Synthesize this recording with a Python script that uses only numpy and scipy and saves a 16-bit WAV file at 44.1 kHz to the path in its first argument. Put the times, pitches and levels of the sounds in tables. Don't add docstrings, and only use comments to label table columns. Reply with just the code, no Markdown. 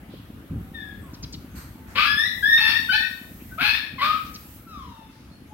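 import sys
import numpy as np
from scipy import signal
from scipy.fft import rfft, irfft, next_fast_len
from scipy.io import wavfile
from scipy.ndimage import uniform_filter1d, map_coordinates

SR = 44100
rng = np.random.default_rng(int(sys.argv[2]) if len(sys.argv) > 2 else 0)


def transcribe(u):
    v = np.clip(np.atleast_2d(u).T, -1, 1)
    q = np.round(v * 32767).astype(np.int16)
    wavfile.write(sys.argv[1], SR, q)


def gain_from_db(level_db):
    decades = np.asarray(level_db, float) / 20
    return 10 ** decades


N = 243873

# frequency_hz, level_db
RUMBLE_COLOUR = [(12, -70), (20, -36), (41, -9), (59, 3.5), (155, -4), (195, -4.5), (269, -4.5), (372, -16),
                 (500, -18), (650, -45.5), (1100, -120)]
MURMUR_COLOUR = [(180, -48), (300, -3.5), (476, -20.5), (533, -11.5), (1100, -15), (1230, -12.5),
                 (3500, -23), (4550, -29), (7700, -120)]
LEAF_COLOUR = [(1470, -18.5), (2500, 11.5), (4000, -4), (4320, -15), (4740, 5.5), (5980, 3), (6970, 0),
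               (11500, 8.5), (15800, -35)]
INSECT_COLOUR = [(4710, -15), (8000, -13), (8790, -12), (10500, -14.5), (12300, -1.5), (14900, -11),
                 (15800, -2)]
# frequency_hz, likeness (0 to 1)
LIKENESS = [(60, 0.94), (180, 0.97), (550, 0.64), (1650, 0.018), (4970, 0.022), (15000, 0.024)]
# start_s, end_s, level_db
INSECT_BOUTS = [
    (-.1, 0.494, -62.5),
    (0.61, 1.9, -57.5),
    (1.95, 2.3, -62),
    (2.36, 3.02, -42),
    (3.114, 3.733, -46.5),
    (4.03, 4.567, -45),
    (4.706, 4.998, -66),
]
# time_s, count
FIRINGS = [(.0878, 1), (1.543, 15), (2.057, 20), (3.1059, 30), (4.0358, 39), (4.5541, 44), (5.629, 54)]
# time_s, exhaust_level_db
ENGINE_LEVEL = [(0, -47), (1.3, -45), (2.6, -48), (4.6, -49), (5.53, -52.5)]
# start_s, level_db, centre_hz, width_octaves, decay_to_-60_db_s
BUMPS = [
    (.136, -27, 377, 0.49, 0.033),
    (0.498, -21, 108, 1.17, 0.44),
    (1.951, -38, 403, 0.36, 0.26),
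    (3.609, -23, 102, 1.47, 0.11),
]
# start_s, level_db, centre_hz, width_octaves, decay_to_-60_db_s
RUSTLES = [(0.091, -46.5, 3400, 0.54, 0.64), (.5, -55, 770, .02, 2.9), (0.999, -50, 8150, 0.15, 0.31),
           (1.5, -56, 6440, 0.023, 0.67), (1.859, -44, 1570, 0.7, 0.73), (1.865, -50, 5900, 0.84, 0.73),
           (3.399, -35, 2500, 0.36, 0.12), (4.25, -34, 4500, 0.47, 0.14), (5.09, -55.5, 4430, 0.59, 1.2),
           (5.299, -49, 4310, .05, 0.37), (5.47, -57, 6500, 0.077, 0.43)]
# centre_hz, width_octaves, level_db
BRANCH_BANDS = [(1300, 1.1, -42), (4350, 0.19, -47.5), (6400, .59, -47), (8500, .083, -49),
                (12300, 0.14, -44)]
# start_s, level_db, from_hz, to_hz, length_s
CHIPS = [
    (1.134, -51, 6000, 3720, 0.025),
    (1.225, -40.5, 6050, 3360, 0.028),
    (1.322, -49.5, 7250, 5900, 0.021),
    (1.323, -43.5, 5330, 3390, 0.035),
    (4.337, -43.5, 6300, 3160, 0.035),
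]
# frequency_hz, decay_to_-60_db_s
YARD_DECAY = [(500, 0.46), (1200, 0.5), (2500, 0.56), (5000, 0.49), (12000, 0.64)]
# frequency_hz, level_db
FACING_AWAY = [(1000, 3), (2500, 0.5), (5000, -3), (12000, 0.5)]
# start_s, length_s, level_db, from_hz, towards_hz
ANSWERS = [
    (0.728, 0.21, -17.5, 1848, 1650),
    (1.014, 0.25, -53.5, 1153, 907),
    (1.736, 0.47, -56.5, 882.4, 880),
    (4.653, 0.44, -43, 1371, 870),
    (5.48, 0.16, -37.5, 854, 845),
]
# left_minus_right_db, dulled_above_hz, brightness_db_per_octave, swell_s, fade_db_per_s
ANSWER_PLACES = [
    (9, 5040, -13.5, 0.022, 114),
    (0, 2700, -12.5, 0.026, 50),
    (-13, 3000, -28, 0.014, 3),
    (5, 12000, -1.5, 0.02, 15.5),
    (4, 3700, -20, 0.043, 3),
]
# frequency_hz, level_db
FAR_THROAT = [(700, -15), (1200, 1), (1850, -24), (2600, -17.5), (3700, -11.5), (4600, -24), (5200, -15),
              (5650, -21), (6300, -24), (15500, -64)]
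THROAT = [(500, -6), (850, -20), (1250, 5.5), (1800, 2.5), (2550, -3.5), (3100, -2), (3600, -1.5),
          (4400, -2.5), (5150, -7.5), (5550, -14.5), (6200, -31), (6900, -36), (9000, -32.5),
          (11000, -23.5), (15500, -32.5)]
# centre_hz, width_hz, level_db
RASP_RESONANCES = [(1250, 1100, -5.5), (1650, 470, -1), (2500, 355, -2.5), (3340, 433, 0),
                   (3650, 1290, -5.5), (4850, 630, -18.5), (11700, 3100, -34)]
# frequency_hz, level_db
MOUTH_OPENING = [(300, -29), (900, 0), (1300, 5), (5200, 7), (6200, -8.5), (9500, -8.5), (12000, 0)]
# frequency_hz, left_minus_right_db
LEFT_LEAN = [(500, 3), (1200, 4.5), (2500, 11), (5000, 6.5), (9000, 5), (14000, -2.5)]
MOUTHS = [
    (-14, -8, 1.5, 4, 0),
    (-6, 22, -5, -10.5, -4.5),
    (15, -.5, -15, -9.5, 2.5),
    (-.5, -.5, -12, -34, -34),
    (2.5, -1, -26, -51, -1.5),
    (2, 5, 2.5, -38, -1.5),
    (-5, 0, -14, -7.5, -9),
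    (0, -19, 6, -5, 0),
    (14, 12, 13, 1, -2.5),
]
# time_s, pitch_hz, level_db
CLEAR_NOTES = [
    [(2.04, 1650, -53), (2.06, 1650, -29.5), (2.1, 1696, -27), (2.16, 1699, -26), (2.2, 1783, -21),
     (2.24, 1878, -30), (2.265, 1970, -22), (2.285, 2164, -53)],
    [(2.425, 1619, -21.5), (2.462, 1731, -18.5), (2.495, 1834, -23), (2.53, 1824, -15), (2.575, 1846, -15),
     (2.6, 1880, -36)],
    [(2.885, 1451, -32), (2.897, 1513, -19), (2.922, 1507, -21), (2.94, 1470, -56)],
    [(3.505, 1460, -68), (3.525, 1513, -40), (3.545, 1530, -56), (3.56, 1570, -60)],
]
# time_s, pitch_hz, level_db, strain_db
BARKS = [
    [(1.95, 1007, -31.5, 3), (1.985, 1154, -25, 3.5), (2.005, 1203, -22, -2.5), (2.04, 1300, -32.5, 5),
     (2.065, 1390, -24.5, 5)],
    [(3.57, 1226, -76, -3), (3.585, 1287, -31, -9), (3.62, 1608, -30, 10.5), (3.65, 1677, -30, 2),
     (3.68, 1677, -27, 1), (3.735, 1733, -31.5, -13.5), (3.76, 1825, -24.5, 4.5)],
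    [(3.98, 1109, -26, -16), (4.003, 971, -25, -9), (4.025, 1141, -17, -10.5), (4.05, 1199, -23.5, -3.5),
     (4.085, 1234, -25, -19), (4.115, 1250, -27.5, -8), (4.14, 1274, -30, -32), (4.16, 1430, -49, -20)],
]
# time_s, pitch_hz, level_db, strain_db
CRACKS = [
    [(2.574, 1721, -35, 9.5), (2.6, 1746, -30.5, -0.5), (2.62, 1770, -28.5, -10), (2.66, 1749, -22, -8),
     (2.685, 1799, -21, -5), (2.72, 1782, -30, -2), (2.75, 1823, -35.5, -86), (2.78, 1870, -17, -29)],
    [(2.895, 1455, -63, -3), (2.922, 1471, -28, -7.5), (2.94, 1718, -25, -34), (3.0, 1835, -28.5, -61),
     (3.03, 1862, -32.5, -42), (3.065, 1867, -34.5, -40), (3.09, 1810, -71, -20)],
]

RING_HZ, HISS_HZ = 2500, 8830


def unit(x):
    return x / np.sqrt(np.mean(x ** 2) + 1e-20)


def along(points, hz):
    f, v = np.transpose(points)
    return np.interp(np.log(hz + 1), np.log(f + 1), v)


def curves(rows, t):
    s, *columns = np.transpose(rows)
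    return [np.interp(t, s, column) for column in columns]


def wobble(rate, size):
    knots = rng.standard_normal(int(size * rate / SR) + 4)
    return map_coordinates(knots, [np.arange(size) * rate / SR])


def filtered(x, response):
    m = next_fast_len(x.shape[-1] + 8192)
    shaped = rfft(x, m) * response(np.fft.rfftfreq(m, 1 / SR))
    return irfft(shaped, m)[..., :x.shape[-1]]


def resonant(modes):
    def response(f):
        total = 0
        for k, (centre, width, db) in enumerate(modes):
            damping = 1j * f * width
            total = total + (-1) ** k * gain_from_db(db) * damping / (centre * centre - f * f + damping)
        return total
    return response


def add(track, s, sound):
    start = round(s * SR)
    part = track[..., start:start + sound.shape[-1]]
    part += sound[..., :part.shape[-1]]


def pan(db):
    return gain_from_db([[db / 2], [-db / 2]])


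def rush(spectrum, patchy_db):
    z = signal.stft(rng.standard_normal((2, N)), nperseg=512)[2]
    patches = uniform_filter1d(rng.standard_normal(z.shape[1:]), size=6, axis=0)
    patches = uniform_filter1d(patches, size=14, axis=1)
    pair = signal.istft(z * gain_from_db(patchy_db * unit(patches)), nperseg=512)[1][:, :N]

    def mid_side(hz):
        angle = np.arccos(np.clip(along(LIKENESS, hz), -1, 1)) / 2
        return gain_from_db(along(spectrum, hz)) * [np.cos(angle), np.sin(angle)]
    mid, side = filtered(pair, mid_side)
    return unit(np.array([mid + side, mid - side]))


def yard(x, wet_db, gap, facing=False):
    hz, t, z = signal.stft(rng.standard_normal((2, SR * 3 // 4)), SR, nperseg=256)
    tail = signal.istft(z * gain_from_db(-60 * t / along(YARD_DECAY, hz)[:, None]), SR, nperseg=256)[1]
    tail = np.pad(tail / np.linalg.norm(tail[0]), ((0, 0), (round(gap * SR), 0)))
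    heard = gain_from_db(wet_db) * signal.fftconvolve(x[None], tail, axes=1)
    direct = np.array([x, np.roll(x, -4)])
    add(heard, 0, filtered(direct, lambda f: gain_from_db(along(FACING_AWAY, f) * (not facing))))
    return heard


def engine_fade_db():
    level_db = curves(ENGINE_LEVEL, np.arange(N) / SR)[0]
    return level_db - level_db.mean()


def traffic_rumble():
    level_db = -47 + 0.76 * engine_fade_db()
    return gain_from_db(level_db + 2.5) * pan(1.2) * rush(RUMBLE_COLOUR, patchy_db=-2.5)


def murmur():
    level_db = -54.5 + 0.43 * engine_fade_db()
    return gain_from_db(level_db) * pan(2.1) * rush(MURMUR_COLOUR, patchy_db=-2.0)


def leaf_hiss():
    return gain_from_db(-66) * pan(4.5) * rush(LEAF_COLOUR, patchy_db=1.5)


def insects():
    rise_s, fall_s = 0.04, 0.07
    t = np.arange(N) / SR
    gain = gain_from_db(-63)
    for start, end, db in INSECT_BOUTS:
        before, after = np.maximum(start - t, 0), np.maximum(t - end, 0)
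        gain = gain + gain_from_db(db) * np.exp(-before / rise_s - after / fall_s)
    return gain * gain_from_db(-1.0) * pan(-1.0) * rush(INSECT_COLOUR, patchy_db=-0.5)


def engine():
    s, count = np.transpose(FIRINGS)
    luck = rng.standard_normal((54, 2))
    at = np.interp(np.arange(1, 55), count, s) + 0.00429 + 0.00062 * luck[:, 0]
    bangs = np.zeros(N + SR)
    bangs[(at * SR).astype(int)] = gain_from_db(2.2 * luck[:, 1])
    bangs = bangs[:N] + gain_from_db(-7) * np.roll(bangs[:N], round(.036 * SR))
    pipe = resonant([(193, 270, -1.4), (278, 197, -0.69)])
    block = resonant([(250, 200, 0)])
    thuds = unit(filtered(bangs, lambda f: pipe(f) * block(f)))
    level_db = curves(ENGINE_LEVEL, np.arange(N) / SR)[0]
    return gain_from_db(level_db - 2.0) * pan(0.6) * thuds


def noise_puff(db, hz, octaves, t60, rise):
    t = np.arange(SR // 2) / SR
    a, b = rng.standard_normal((2, len(t)))
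    pair = a + min(hz / 1500, 1) * np.array([b, -b])
    band = filtered(pair, lambda f: np.exp(-(np.log2((f + 1) / hz) / octaves) ** 2))
    return gain_from_db(db - 60 * t / t60) * (1 - np.exp(-t / rise)) * unit(band)


def bumps_and_leaves():
    out = np.zeros((2, N))
    shake = [(1.549, db, hz, octaves, 0.54) for hz, octaves, db in BRANCH_BANDS]
    for s, db, hz, octaves, t60 in BUMPS + shake:
        add(out, s, noise_puff(db, hz, octaves, t60, rise=min(0.023, 0.098 * t60)))
    for s, db, hz, octaves, t60 in RUSTLES:
        add(out, s, noise_puff(db, hz, octaves, t60, rise=0.049))
    return out


def bird():
    out = np.zeros((2, N))
    for s, db, top_hz, end_hz, length in CHIPS:
        u = np.arange(0, 1, 1 / (length * SR))
        sweep_hz = end_hz + (top_hz - end_hz) * (1 - u) ** 0.69
        turn = np.pi * np.cumsum(sweep_hz) / SR
        whistle = np.sin(2 * turn) + .15 * np.sin(turn)
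        hoarse = .6 + wobble(3000, size=len(u))
        chip = np.sin(np.pi * u) * whistle * hoarse
        add(out, s, pan(3) * yard(gain_from_db(db + 6) * chip, wet_db=-10, gap=.005, facing=True))
    return out


def voice(note, throat, ring_db=0, hiss_db=0):
    t = np.arange(note[0][0], note[-1][0], 1 / SR)
    size = len(t)
    hz, db, half_db, rasp_db, tilt = curves(note, t)
    shake = .035 * np.minimum(gain_from_db(1.6 * rasp_db), 1)
    hz = hz * (1 + .002 * wobble(80, size) + shake * wobble(300, size))
    turn = np.pi * np.cumsum(hz) / SR
    k = np.arange(1, 25)[:, None]
    line_hz = k * hz / 2

    flicker = np.array([wobble(32.3, size) for _ in k])
    flicker = np.sqrt(np.maximum(k / 2 - 1, .05)) * flicker
    lift_db = np.clip(ring_db, 0, 1.5) * np.exp(-((line_hz - RING_HZ) / 300) ** 2)
    line_db = along(throat, line_hz) + lift_db + tilt * np.log2(k / 2)
    line_db = line_db + (k % 2) * half_db + 0.76 * flicker
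    lines = gain_from_db(line_db) * (line_hz < SR / 2.8) * np.sin(k * turn + 0.73 * k * k)
    tone = np.sum(lines, axis=0)

    puffs = rng.standard_normal(size) * (1 + .4 * np.sin(2 * turn)) * gain_from_db(2.5 * wobble(250, size))
    throat_rasp = resonant(RASP_RESONANCES)

    def mouth(f):
        ring = ring_db * np.exp(-((f - RING_HZ) / 450) ** 2)
        return gain_from_db(along(MOUTH_OPENING, f) + ring + hiss_db * (f > HISS_HZ))
    rasp = unit(filtered(puffs, lambda f: throat_rasp(f) * mouth(f)))
    soft_ends = np.minimum(1, np.minimum(t - t[0], t[-1] - t) / .008)
    return soft_ends * gain_from_db(db + 2.5) * (tone + gain_from_db(rasp_db) * rasp)


def answer(s, length, db, from_hz, to_hz, bright, swell, fade):
    t = np.linspace(0, length, num=80)
    hz = to_hz + (from_hz - to_hz) * np.exp(-(2.6 * t / length) ** 1.7)
    level_db = db - 34 * np.maximum(1 - t / swell, 0) - fade * np.maximum(t - swell, 0)
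    half_db, strain_db = -57 + 0 * t, -44.5 + 0 * t
    opening = -33 * np.exp(-(t / (0.044 * length)) ** 2)
    tilt = bright + 0.34 * (level_db - db) + opening
    return np.transpose([s + t, hz, level_db, half_db, strain_db, tilt])


def far_monkeys():
    out = np.zeros((2, N))
    for row, (side_db, top_hz, *shape) in zip(ANSWERS, ANSWER_PLACES):
        call = voice(answer(*row, *shape), FAR_THROAT)
        call = filtered(call, lambda f: 1 / (1 + (f / top_hz) ** 16))
        add(out, row[0], pan(side_db) * gain_from_db(1) * yard(call, wet_db=1.5, gap=0.023, facing=True))
    return out


def scream(rows, split_db, shut, bright):
    open_s, lag_s = 0.033, 0.029
    t = np.linspace(rows[0][0], rows[-1][0], num=80)
    since = t - t[0]
    hz, db, strain_db = curves(rows, t)
    half_db = np.minimum(split_db + np.interp(t - lag_s, t, strain_db), 11)
    half_db = half_db - 30 * np.exp(-(since / lag_s) ** 4)
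    tilt = bright + (shut - bright) * np.exp(-(since / open_s) ** 2)
    return np.transpose([t, hz, db, half_db, strain_db, tilt])


def near_monkey():
    out = np.zeros((2, N))
    clear_strain_db = -27
    clear = [[(*row, clear_strain_db) for row in rows] for rows in CLEAR_NOTES]
    for rows, (ring_db, hiss_db, *shape) in zip(clear + BARKS + CRACKS, MOUTHS):
        share = 0.8 if rows[0][0] > 3.9 else 1
        note = voice(scream(rows, *shape), THROAT, ring_db, hiss_db)
        heard = gain_from_db(-4.5) * yard(note, wet_db=3.5, gap=.008)
        leaning = filtered(heard, lambda f: gain_from_db(share * along(LEFT_LEAN, f) * [[.5], [-.5]]))
        add(out, rows[0][0], leaning)
    return out


def scene():
    background = traffic_rumble() + murmur() + leaf_hiss() + insects() + engine()
    return background + bumps_and_leaves() + bird() + far_monkeys() + near_monkey()


def top_cut(x):
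    return signal.sosfilt(signal.butter(12, 16320, fs=SR, output="sos"), x)


def record(dry):
    mix = filtered(dry, lambda f: f < 15850)
    return top_cut(mix)


dry = scene()
out = record(dry)
transcribe(out)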